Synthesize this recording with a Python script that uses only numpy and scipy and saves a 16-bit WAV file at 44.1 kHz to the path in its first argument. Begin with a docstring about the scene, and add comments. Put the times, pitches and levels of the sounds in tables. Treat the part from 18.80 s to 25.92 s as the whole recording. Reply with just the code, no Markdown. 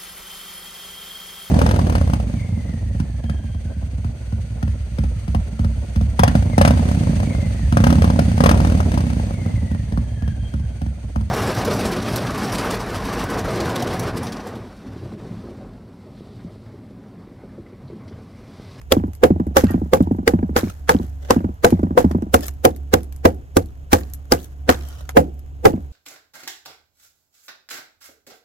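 """Pounding ice in a tub

A hand-held stone pounds the ice in a big plastic tub twenty times, close to a two-port microphone.
Each blow adds fading tones for sheet, stone, slab and tub to shaped noise for cracks and crumbling.
After the first ten blows and the last, the tub bounces on the ground, ever quicker and weaker.
Chips tick, shards clink, pieces grind and slush fizzes, all from short tones or puffs of noise.
A low hum made of sine waves lies underneath, in dull outdoor noise."""
import sys
import numpy as np
from scipy import signal
from scipy.fft import rfft, irfft, next_fast_len
from scipy.io import wavfile

SR = 44100
rng = np.random.default_rng(int(sys.argv[2]) if len(sys.argv) > 2 else 0)


def put_to_file(sound):
    """Save the sound as 16-bit audio at rate SR, in the file named by the first command-line argument."""
    columns = np.atleast_2d(sound).T  # one column per channel
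    safe = np.clip(columns, -1, 1)
    whole_steps = np.round(safe * 32767)
    wavfile.write(sys.argv[1], SR, whole_steps.astype(np.int16))


N = 313992  # length of the scene in samples
T = np.arange(SR // 2) / SR  # the life of one sound, s

# Level and treble columns of BLOWS and CHIPS are relative: each layer adds its own offset or scaling.
# The blows: t/s, tub thump level/dB, sheet f/Hz, sheet level/dB, clack f/Hz, clack level/dB,
# crack level/dB, crack treble/dB, crushing level/dB, slab f/Hz, slab level/dB
BLOWS = [(0.122, -10.5, 524, -11.5, 640, -16, -11, -8, -25.5, 3310, -13),
         (0.437, -10.5, 497.7, -1.5, 732, -13.5, -11.5, -15.5, -27, 1430, -14),
         (0.768, -10.5, 545, -10.5, 794, -6.5, -8.5, -10.5, -13, 1570, -31.5),
         (1.135, -12, 508.6, -6.5, 787, -11, -17, -9, -24, 1120, -13.5),
         (1.478, -13.5, 468, -9, 847, -22, -12, -10, -25, 1935, -11),
         (1.764, -15, 495, -17, 823, -12, -16.5, -12, -12.5, 990, -28.5),
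         (2.093, -20.5, 480, -20, 875, -4.5, -9, -14.5, -15, 1350, -27.5),
         (2.507, -11.5, 493, -10, 788, -10, -10.5, -15.5, -20.5, 1040, -10),
         (2.846, -9, 477.5, -5, 695, -5, -9, -12, -18, 1520, -33.5),
         (3.177, -21.5, 493.6, -6.5, 723, -6.5, -20.5, -12, -19, 940.2, -13.5),
         (3.542, -7.5, 542, -14.5, 749, -4, -8.5, -6, -19.5, 3080, -22.5),
         (3.851, -10.5, 511, -6.5, 733, -4.5, -9, -7.5, -26, 936, -45.5),
         (4.138, -6.5, 503, -9.5, 812, -13, -8, -11, -26.5, 960, -33),
         (4.454, -2, 511, -6.5, 670, -4.5, -9, -15, -27, 1890, -22.5),
         (4.769, -3.5, 529, -11, 820, -14, -13.5, -3, -28.5, 1170, -16.5),
         (5.131, -4, 450, -15, 812, -4.5, -8.5, -9, -16, 2290, -20),
         (5.522, -8, 489, -14, 842, -8.5, -9.5, -8, -19.5, 5060, -12.5),
         (5.892, -9, 518, -10.5, 740, -6.5, -8.5, -16, -11, 1570, -17.5),
         (6.371, -5, 553, 0, 725, -5.5, -14.5, -9.5, -27, 1010, -19),
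         (6.855, -7.5, 448.4, 0, 733, -3, -13.5, -8.5, -23, 1140, -14)]
# Large chips landing and loose pieces snapping: t/s, level/dB, treble/dB
CHIPS = [(0.0149, -32.5, -23.5), (0.3333, -32, -17), (0.351, -31.5, -9), (0.841, -17, -21.5),
         (0.909, -23, -2), (2.9044, -17.5, -19.5), (3.3129, -19, -28), (3.422, -31.5, -24),
         (3.6072, -22.5, -15.5), (3.6661, -19, 3), (3.682, -13.5, -17), (3.9626, -29.5, -10),
         (4.232, -29.5, -13.5), (4.3244, -29.5, -17), (4.362, -33, -9), (5.336, -18, -3),
         (6.0867, -29, -11), (6.2915, -13.5, -25)]
# Broken pieces grinding past each other: t/s, length/s, level/dB, treble/dB
GRINDS = [(0.817, 0.17, -40, -21), (1.183, 0.088, -46.5, 6), (1.811, .14, -45, -2.5),
          (2.191, 0.096, -53, -2), (2.381, 0.21, -47.5, -8), (3.613, 0.075, -36, 1.5),
          (5.16, 0.069, -49.5, 14), (5.568, 0.12, -49.5, 10), (5.913, 0.41, -49.5, -5)]
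# The tub dropping back after a blow: first landing t/s, thud level/dB (relative),
# first flight/s, shortening of each next flight/s
BOUNCES = [(0.167, -8.5, .0707, .0287), (0.5046, -6, .0948, .0265), (0.8372, -4.5, .1055, .0315),
           (1.205, -5, .106, .031), (1.536, -6.5, .0925, .028), (1.832, -13, .038, .03),
           (2.147, -8.5, .0514, .0117), (2.563, -7.5, .0806, .0339), (2.924, -5, .1075, .0314),
           (3.244, -5, .1045, .0303), (6.937, -14, .04, .03)]
# The struck spot, as the left port hears the sheet: t/s, lag/ms, left-over-right level/dB
SPOT = [(0.1, -0.13, -8), (3.2, -0.2, 8.5), (3.55, -0.52, -10), (4.45, -0.7, -4.5), (4.77, -1, -6),
        (5.13, -1.17, -1), (5.52, -0.14, -5.5), (5.89, 0.44, 3.5), (6.86, 1, -3.5)]

# Tones of the water-filled tub: f/Hz, level/dB, 60 dB fade/s before extra damping
TUB_TONES = [(85.6, 0.5, 0.88), (172.2, -4.5, 0.21), (229, 4, 0.053), (268.8, 8, 0.085), (327.6, 3, 0.081)]
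# Tones of stone on ice: multiple of the clack f, level/dB, 60 dB fade/s
CLACK_TONES = [(1, -2.5, .045), (1.14, -12, 0.048), (1.45, -7, 0.041), (1.9, -13, 0.034),
               (2.3, -14.5, 0.011)]
# Tones of the bending ice sheet: multiple of the sheet f, level/dB, 60 dB fade/s
SHEET_TONES = [(1, 1.5, 0.035), (.88, -8, 0.038)]
# Sine waves in the hum: multiple of the hum f, level/dB
HUM_LINES = [(1, 3), (1.47, -30), (2, -15.5), (3.95, -21), (10.07, -30), (10.7, -29.5)]

# Noise colour of cracking ice: f/Hz, level/dB
CRACK_COLOUR = [(300, -27), (900, -2), (1600, -1), (2400, -10), (4000, -12.5), (5600, -12), (9000, -18),
                (13000, -16), (16000, -20.5)]
# Noise colour of crumbling ice: f/Hz, level/dB
CRUSH_COLOUR = [(250, -20), (700, -2), (1600, -0.5), (2500, -10.5), (4500, -11), (6800, -8.5),
                (9500, -15.5), (13000, -8.5), (16000, -21)]
# Noise colour of the tub wall's quick upper ring: f/Hz, level/dB
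WALL_COLOUR = [(60, -19), (180, -15.5), (290, -6.5), (400, -6), (500, 4), (620, -16.5), (740, -5.5),
               (850, -8), (1000, -22), (1500, -29), (4000, -44)]
# Noise colour of the tub wall's slow low ring: f/Hz, level/dB
WALL_LOW_COLOUR = [(60, -17), (170, -5.5), (265, -3), (350, -4), (480, -11.5), (620, -21.5), (740, -11),
                   (1000, -35.5), (4000, -75)]
# Noise colour of ticking chips: f/Hz, level/dB
CHIP_COLOUR = [(250, -24.5), (700, -3.5), (1500, -5.5), (3500, -5.5), (7000, 5.5), (9500, 4.5),
               (13000, 15.5), (16000, -15.5)]
# Noise colour of grinding pieces: f/Hz, level/dB
GRIND_COLOUR = [(250, -9), (600, 5), (950, -6.5), (1500, -2), (2200, -10.5), (3200, -5.5), (4600, -10.5),
                (6500, -6), (9500, -15.5), (13000, -10.5), (16000, -18)]
# Noise colour of the outdoor background: f/Hz, level/dB
AIR_COLOUR = [(20, -14.5), (45, 0), (90, 1.5), (140, -9.5), (220, -20.5), (400, -22.5), (700, -27),
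              (1100, -32.5), (3000, -40), (4500, -51), (7000, -45), (10000, -58.5), (16000, -55.5)]
# Tone of the left port compared with the right: f/Hz, level/dB
LEFT_PORT_COLOUR = [(70, -1), (250, -0.93), (1200, -1.78), (4000, -0.56), (12000, 1.5)]
# Noise colour of the rumbling air: f/Hz, level/dB
RUMBLE_COLOUR = [(10, -7), (30, -1.5), (70, -4.5), (200, -36.5), (1000, -67.5)]
# Noise colour of the tub's knocking rim: f/Hz, level/dB
RIM_COLOUR = [(300, -28.5), (550, 6.0), (850, 6.5), (1200, -3), (1900, -17.5), (2600, -29), (8000, -42)]

HUM_HZ, HUM_DB, HUM_WAVER_DB, HUM_RISE_S = 69.3, -33.5, 3, 0.11
AIR_DB, RUMBLE_DB = -41.5, -44.5
# The fizz is faint at rest; each blow stirs it up in step with its crushing level
SLUSH_REST_DB, SLUSH_STIR_DB, SLUSH_SETTLE_DB_PER_S = -66.5, -33, 53.5
# Small chips thrown by each blow, with level and treble on the scale of CHIPS
SPRAY_DB, SPRAY_SPREAD_DB, SPRAY_TREBLE_DB = -44.5, 9, -12
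SPRAY_SOONEST_S, SPRAY_LATEST_S = .04, .25
# A landing is this much weaker after a flight this long; shorter flights lose more
BOUNCE_LOSS_DB, BOUNCE_FLIGHT_S = 5.5, 0.087
SHORTEST_FLIGHT_S = .034
RIM_DB = -18.5  # rim knock against the thud, before their small final trims
# After a flight longer than this, one edge touches just before the tub lands
TIPPING_FLIGHT_S, TIP_LEAD_S = .069, .039
TIP_THUD_DB, TIP_RIM_DB = -8.5, -21.5
THUD_SCATTER, THUD_LAG_MS = .035, .25  # pitch scatter as a fraction; left port's lag
FRACTURE_S = .0011  # fading time of one tiny fracture's power
EDGE_HZ = 16150  # the microphone's upper limit


def gain_of(db):
    """Turns decibels into a multiplier for the sound wave."""
    return 10 ** (np.asarray(db) / 20)


def evened(x):
    """Scales a sound to an average (rms) strength of 1."""
    return x / np.sqrt(np.mean(x ** 2) + 1e-20)


def sized(x, db):
    """Scales a short sound so that its energy, packed into 10 ms, has this level."""
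    packed_power = np.mean(np.sum(x ** 2, -1)) / (SR / 100)
    return gain_of(db) * x / np.sqrt(packed_power + 1e-20)


def coloured(x, points, tilt_db=0, jagged_db=0):
    """Filters without pre-echo; tilt changes the treble, jagged adds chance resonances of odd-shaped pieces."""
    size = next_fast_len(x.shape[-1] + 4096)
    hz = abs(np.fft.fftfreq(size, 1 / SR)) + 1
    f, level_db = np.transpose(points)
    db = np.interp(np.log(hz), np.log(f), level_db)
    # the tilt pivots at 2500 Hz and reaches its full value at 4.5 times that
    db = db + tilt_db * np.clip(np.log(hz / 2500) / np.log(4.5), -.3, 1.1)
    knots = np.linspace(25, 130, 100) ** 2
    db = db + jagged_db * np.interp(hz, knots, rng.standard_normal(len(knots)))
    # the Hilbert transform finds the phase that lets no sound come early
    response = np.exp(np.conj(signal.hilbert(db * np.log(10) / 20)))[:size // 2 + 1]
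    return irfft(rfft(x, size) * response, size)[..., :x.shape[-1]]


def dying(t60, rise=1e-4):
    """Gives a soft start, then a steady fade that loses 60 dB in t60 seconds."""
    return (1 - np.exp(-T / rise)) * gain_of(-60 * T / t60)


def ring(modes, pitch=1, rise=1e-4, scatter=0):
    """Adds fading sine waves, the natural tones of a struck body, each detuned a little by chance."""
    out = np.zeros(len(T))
    for multiple, db, t60 in modes:
        hz = multiple * pitch * (1 + scatter * rng.standard_normal())
        out += gain_of(db) * dying(t60, rise) * np.sin(2 * np.pi * hz * T)
    return out


def ports(x, lag_ms, balance_db=0):
    """Feeds two microphone ports: a positive lag delays the left, a positive balance favours it."""
    t = np.arange(len(x)) / SR
    left = np.interp(t - lag_ms / 1000, t, x, left=0)
    return np.array([left * gain_of(balance_db / 2), x / gain_of(balance_db / 2)])


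def grains(length, per_s, spread_db):
    """Makes tiny fractures of very unequal size, each a short puff of noise that differs between the ports."""
    happens = rng.random(length) < per_s / SR
    sizes = gain_of(spread_db * np.minimum(rng.exponential(1, length), 4)) * happens
    power = signal.lfilter([1], [1, -np.exp(-1 / (FRACTURE_S * SR))], sizes ** 2)
    return evened(np.sqrt(power) * rng.standard_normal((2, length)))


def add(mix, s, sound):
    """Mixes a sound in at s seconds, leaving out whatever falls outside the scene."""
    start = round(s * SR)
    sound = sound[:, max(-start, 0):]
    part = mix[:, max(start, 0):][:, :sound.shape[1]]
    part += sound[:, :part.shape[1]]


def wavering():
    """Adds slow sine waves with chance starting points into an uneven drift of rms 1."""
    t = np.arange(N) / SR
    return evened(sum(np.sin(2 * np.pi * (f * t + rng.random())) for f in np.geomspace(.4, 6, 14)))


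def background():
    """A slightly wavering low hum lies in dull outdoor noise; stirring air rumbles at each port."""
    t = np.arange(N) / SR
    turns = np.cumsum(HUM_HZ * (1 + .008 * wavering())) / SR
    hum = evened(sum(gain_of(db) * np.sin(2 * np.pi * k * turns) for k, db in HUM_LINES))
    hum *= gain_of(HUM_DB + HUM_WAVER_DB * wavering())
    hum *= np.minimum(t / HUM_RISE_S, 1)
    shared, *own = coloured(rng.standard_normal((3, N)), AIR_COLOUR)
    air = gain_of(AIR_DB) * evened(ports(shared, lag_ms=.3) + 0.081 * np.array(own))
    rumble = gain_of(RUMBLE_DB) * evened(coloured(rng.standard_normal((2, N)), RUMBLE_COLOUR))
    return ports(hum, lag_ms=0.39, balance_db=-1.1) + air + rumble


def slush():
    """Crumbs and water settle between the pieces after each blow: a fine fizz with a few separate ticks."""
    t = np.arange(N) / SR
    power = gain_of(SLUSH_REST_DB) ** 2
    for s, *_, crush_db, _, _ in BLOWS:
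        stirred_db = crush_db + SLUSH_STIR_DB - SLUSH_SETTLE_DB_PER_S * abs(t - s)
        power = power + (t > s) * gain_of(stirred_db) ** 2
    fine = grains(N, per_s=2500, spread_db=3.5)
    ticks = grains(N, per_s=60, spread_db=4)
    fizz = evened(coloured(fine + 0.4 * ticks, CRUSH_COLOUR, tilt_db=-1))
    return fizz * np.sqrt(power)


def grinding():
    """Tiny fractures swell and fade as slabs slide and crumble; each of four pieces has its own colour."""
    out = np.zeros((2, N))
    for s, length_s, db, treble_db in GRINDS:
        pieces = [grains(len(T), per_s=200, spread_db=4.8) for _ in range(4)]
        rub = sum(coloured(piece, GRIND_COLOUR, treble_db, jagged_db=7.0) for piece in pieces)
        rub = rub[:, :round(length_s * SR)]
        swell = signal.windows.tukey(rub.shape[1], .8)
        add(out, s, gain_of(db) * evened(rub * swell))
    return out


def spray(count):
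    """Each blow throws small chips that land after a short flight; lists them in the columns of CHIPS."""
    rows = []
    for s, *_ in BLOWS:
        for late, size in rng.random((count, 2)):
            landing_s = s + SPRAY_SOONEST_S + (SPRAY_LATEST_S - SPRAY_SOONEST_S) * late
            rows.append((landing_s, SPRAY_DB + SPRAY_SPREAD_DB * (2 * size - 1), SPRAY_TREBLE_DB))
    return rows


def chips():
    """Ice ticks on ice as a short puff of noise, with a brief skitter of tiny fractures."""
    out = np.zeros((2, N))
    for s, db, treble_db in CHIPS + spray(count=2):
        skitter = grains(len(T), per_s=900, spread_db=4) * dying(t60=0.07)
        tick = rng.standard_normal((2, len(T))) * dying(t60=0.0091, rise=0.00042)
        chip = coloured(tick + .2 * skitter, CHIP_COLOUR, 1.11 * (treble_db + 4.0), jagged_db=2.5)
        add(out, s, sized(chip, db - 15.5))
    return out


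def clinks():
    """Five small shards drop back after each blow and clink; the later they land, the quieter they are."""
    out = np.zeros((2, N))
    for s, *_, crush_db, _, _ in BLOWS:
        for late, height, side in rng.random((5, 3)):
            hz = 1100 * 4 ** height
            tone = ring([(hz, 0, 22 / hz), (hz * 1.6, -4, 14 / hz)])
            clink = ports(sized(tone, crush_db - 23 - 14 * late), lag_ms=side - .5)
            add(out, s + 0.0099 + 0.12 * late, clink)
    return out


def landings():
    """Flights shorten and landings weaken, for at most three flights; yields t/s, thud dB and rim dB."""
    for s, db, flight_s, shorter_s in BOUNCES:
        yield s, db, db + RIM_DB
        for _ in range(3):
            if flight_s < SHORTEST_FLIGHT_S:
                break
            s = s + flight_s
            db = db - BOUNCE_LOSS_DB * BOUNCE_FLIGHT_S / flight_s
            if flight_s > TIPPING_FLIGHT_S:
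                yield s - TIP_LEAD_S, db + TIP_THUD_DB, db + TIP_RIM_DB
            yield s, db, db + RIM_DB
            flight_s = flight_s - shorter_s


def rocking():
    """A bending wave runs through the tub's floor, high notes first, comes round again and leaves it ringing."""
    out = np.zeros((2, N))
    for s, thud_db, rim_db in landings():
        hz = (205 + 290 * np.exp(-T / 0.0034)) * (1 + THUD_SCATTER * rng.standard_normal())
        wave = np.sin(2 * np.pi * np.cumsum(hz) / SR) * (T / .0022) ** 2 * np.exp(-T / 0.0026)
        tub_ring = ring(TUB_TONES, rise=0.0088, scatter=0.062) * dying(t60=0.4)
        deep_ring = ring([(75.6, 0, 0.28)], rise=0.0013)
        thud = sized(wave, 0) + sized(tub_ring, -4.5) + sized(deep_ring, -11.5)
        # the wave comes round again upside down
        back = -ring([(183.3, 0, 0.081)], rise=0.00028)
        knock = rng.standard_normal(len(T)) * (dying(t60=0.022) + 0.05 * dying(t60=0.59))
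        rim = coloured(knock, RIM_COLOUR)
        add(out, s - .001, ports(sized(thud, thud_db + 0.085), lag_ms=THUD_LAG_MS, balance_db=0.4))
        add(out, s + 0.015, ports(sized(back, thud_db - 7.5), lag_ms=THUD_LAG_MS))
        add(out, s, ports(sized(rim, rim_db + 0.37), lag_ms=0.41))
    return out


def slabs():
    """A slab by each impact rings with two close bending tones, damped by water within a few dozen cycles."""
    out = np.zeros((2, N))
    for s, *_, hz, db in BLOWS:
        t60 = 45 / hz
        tone = ring([(hz, 0, t60), (hz * 1.06, -5, t60)], rise=0.00012)
        slab = ports(sized(tone, db - 1.0), lag_ms=rng.uniform(-0.43, 0.46), balance_db=3.5)
        add(out, s - .001, slab)
    return out


def cracks():
    """Noise makes a faint swell, a sharp fracture with a second just after, then a dry crunch of ice."""
    out = np.zeros((2, N))
    for s, _, _, sheet_db, _, _, crack_db, treble_db, crush_db, _, _ in BLOWS:
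        second = np.roll(dying(t60=0.014), round(rng.uniform(0.0022, 0.004) * SR))
        fading = dying(t60=.01) + .2 * second + .15 * dying(t60=.025)
        burst = sized(rng.standard_normal((2, len(T))) * fading, 0)
        # a fading sound played backwards swells up to the blow
        swell = sized(grains(len(T), per_s=2000, spread_db=3) * dying(t60=.035), -17.5)[:, ::-1]
        crack = coloured(np.hstack([swell, burst]), CRACK_COLOUR, treble_db + 9.5, jagged_db=2.5)
        add(out, s - len(T) / SR, sized(crack, crack_db - 0.5))

        crumbs = grains(len(T), per_s=2000, spread_db=4.2)
        crunch = crumbs * (dying(t60=0.12, rise=0.0015) + 0.076 * dying(t60=0.36, rise=.01))
        crunch = coloured(crunch, CRUSH_COLOUR, 0.55 * (treble_db + 6.0))
        add(out, s + 0.0035, sized(crunch, crush_db - 4.0))

        # the low notes swell in too
        low_noise = coloured(rng.standard_normal(len(T)), WALL_COLOUR)
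        press = ports(low_noise, lag_ms=0.41) * dying(t60=0.032)
        add(out, s - len(T) / SR, sized(press, sheet_db - 13.0)[:, ::-1])
    return out


def knocks():
    """The sheet bends, the stone clacks and the tub booms in fading tones; its wall rings on in noise."""
    out = np.zeros((2, N))
    times, lags, balances = np.transpose(SPOT)
    for s, thump_db, sheet_hz, sheet_db, clack_hz, clack_db, *_ in BLOWS:
        sheet = ring(SHEET_TONES, sheet_hz, rise=0.014)
        clack = ring(CLACK_TONES, clack_hz, rise=0.0022, scatter=0.015)
        thump = ring(TUB_TONES, rise=0.00018, scatter=0.03) * dying(t60=0.25)

        # the wall's strength follows the sheet and clack levels together
        shared, *own = rng.standard_normal((3, len(T)))
        shake = ports(shared, lag_ms=0.42) + 0.51 * np.array(own)
        strike_db = 20 * np.log10(np.hypot(gain_of(sheet_db), gain_of(clack_db)))
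        # high wall notes die first, so the ring sinks in pitch
        upper_wall = coloured(shake, WALL_COLOUR) * dying(t60=0.1, rise=0.014)
        low_wall = coloured(shake, WALL_LOW_COLOUR) * dying(t60=0.31, rise=0.0014)
        wall = sized(upper_wall, strike_db - 5) + sized(low_wall, strike_db - 12)

        lag_ms, balance_db = np.interp(s, times, lags), np.interp(s, times, balances)
        add(out, s - .0035, ports(sized(sheet, sheet_db + 2.0), lag_ms, balance_db))
        add(out, s - .001, ports(sized(clack, clack_db - 0.5), lag_ms=0.46, balance_db=1.1))
        add(out, s, ports(sized(thump, thump_db + .2), lag_ms=0.063, balance_db=1.5))
        add(out, s, wall)
    return out


def scene():
    """Adds all layers together, from the background to the blows."""
    surroundings = background() + slush() + grinding()
    after_blows = chips() + clinks() + rocking()
    return surroundings + after_blows + slabs() + cracks() + knocks()


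def record(dry):
    """Gives the left port its brighter tone, cuts overloaded peaks flat, then removes the highest treble."""
    heard = np.array([coloured(dry[0], LEFT_PORT_COLOUR), dry[1]])
    clipped = np.clip(heard, -.99, .99)
    band_limit = signal.firwin(255, EDGE_HZ, window=("kaiser", 8), fs=SR)
    return signal.oaconvolve(clipped, band_limit[None], "same")


dry = scene()
out = record(dry)
put_to_file(out)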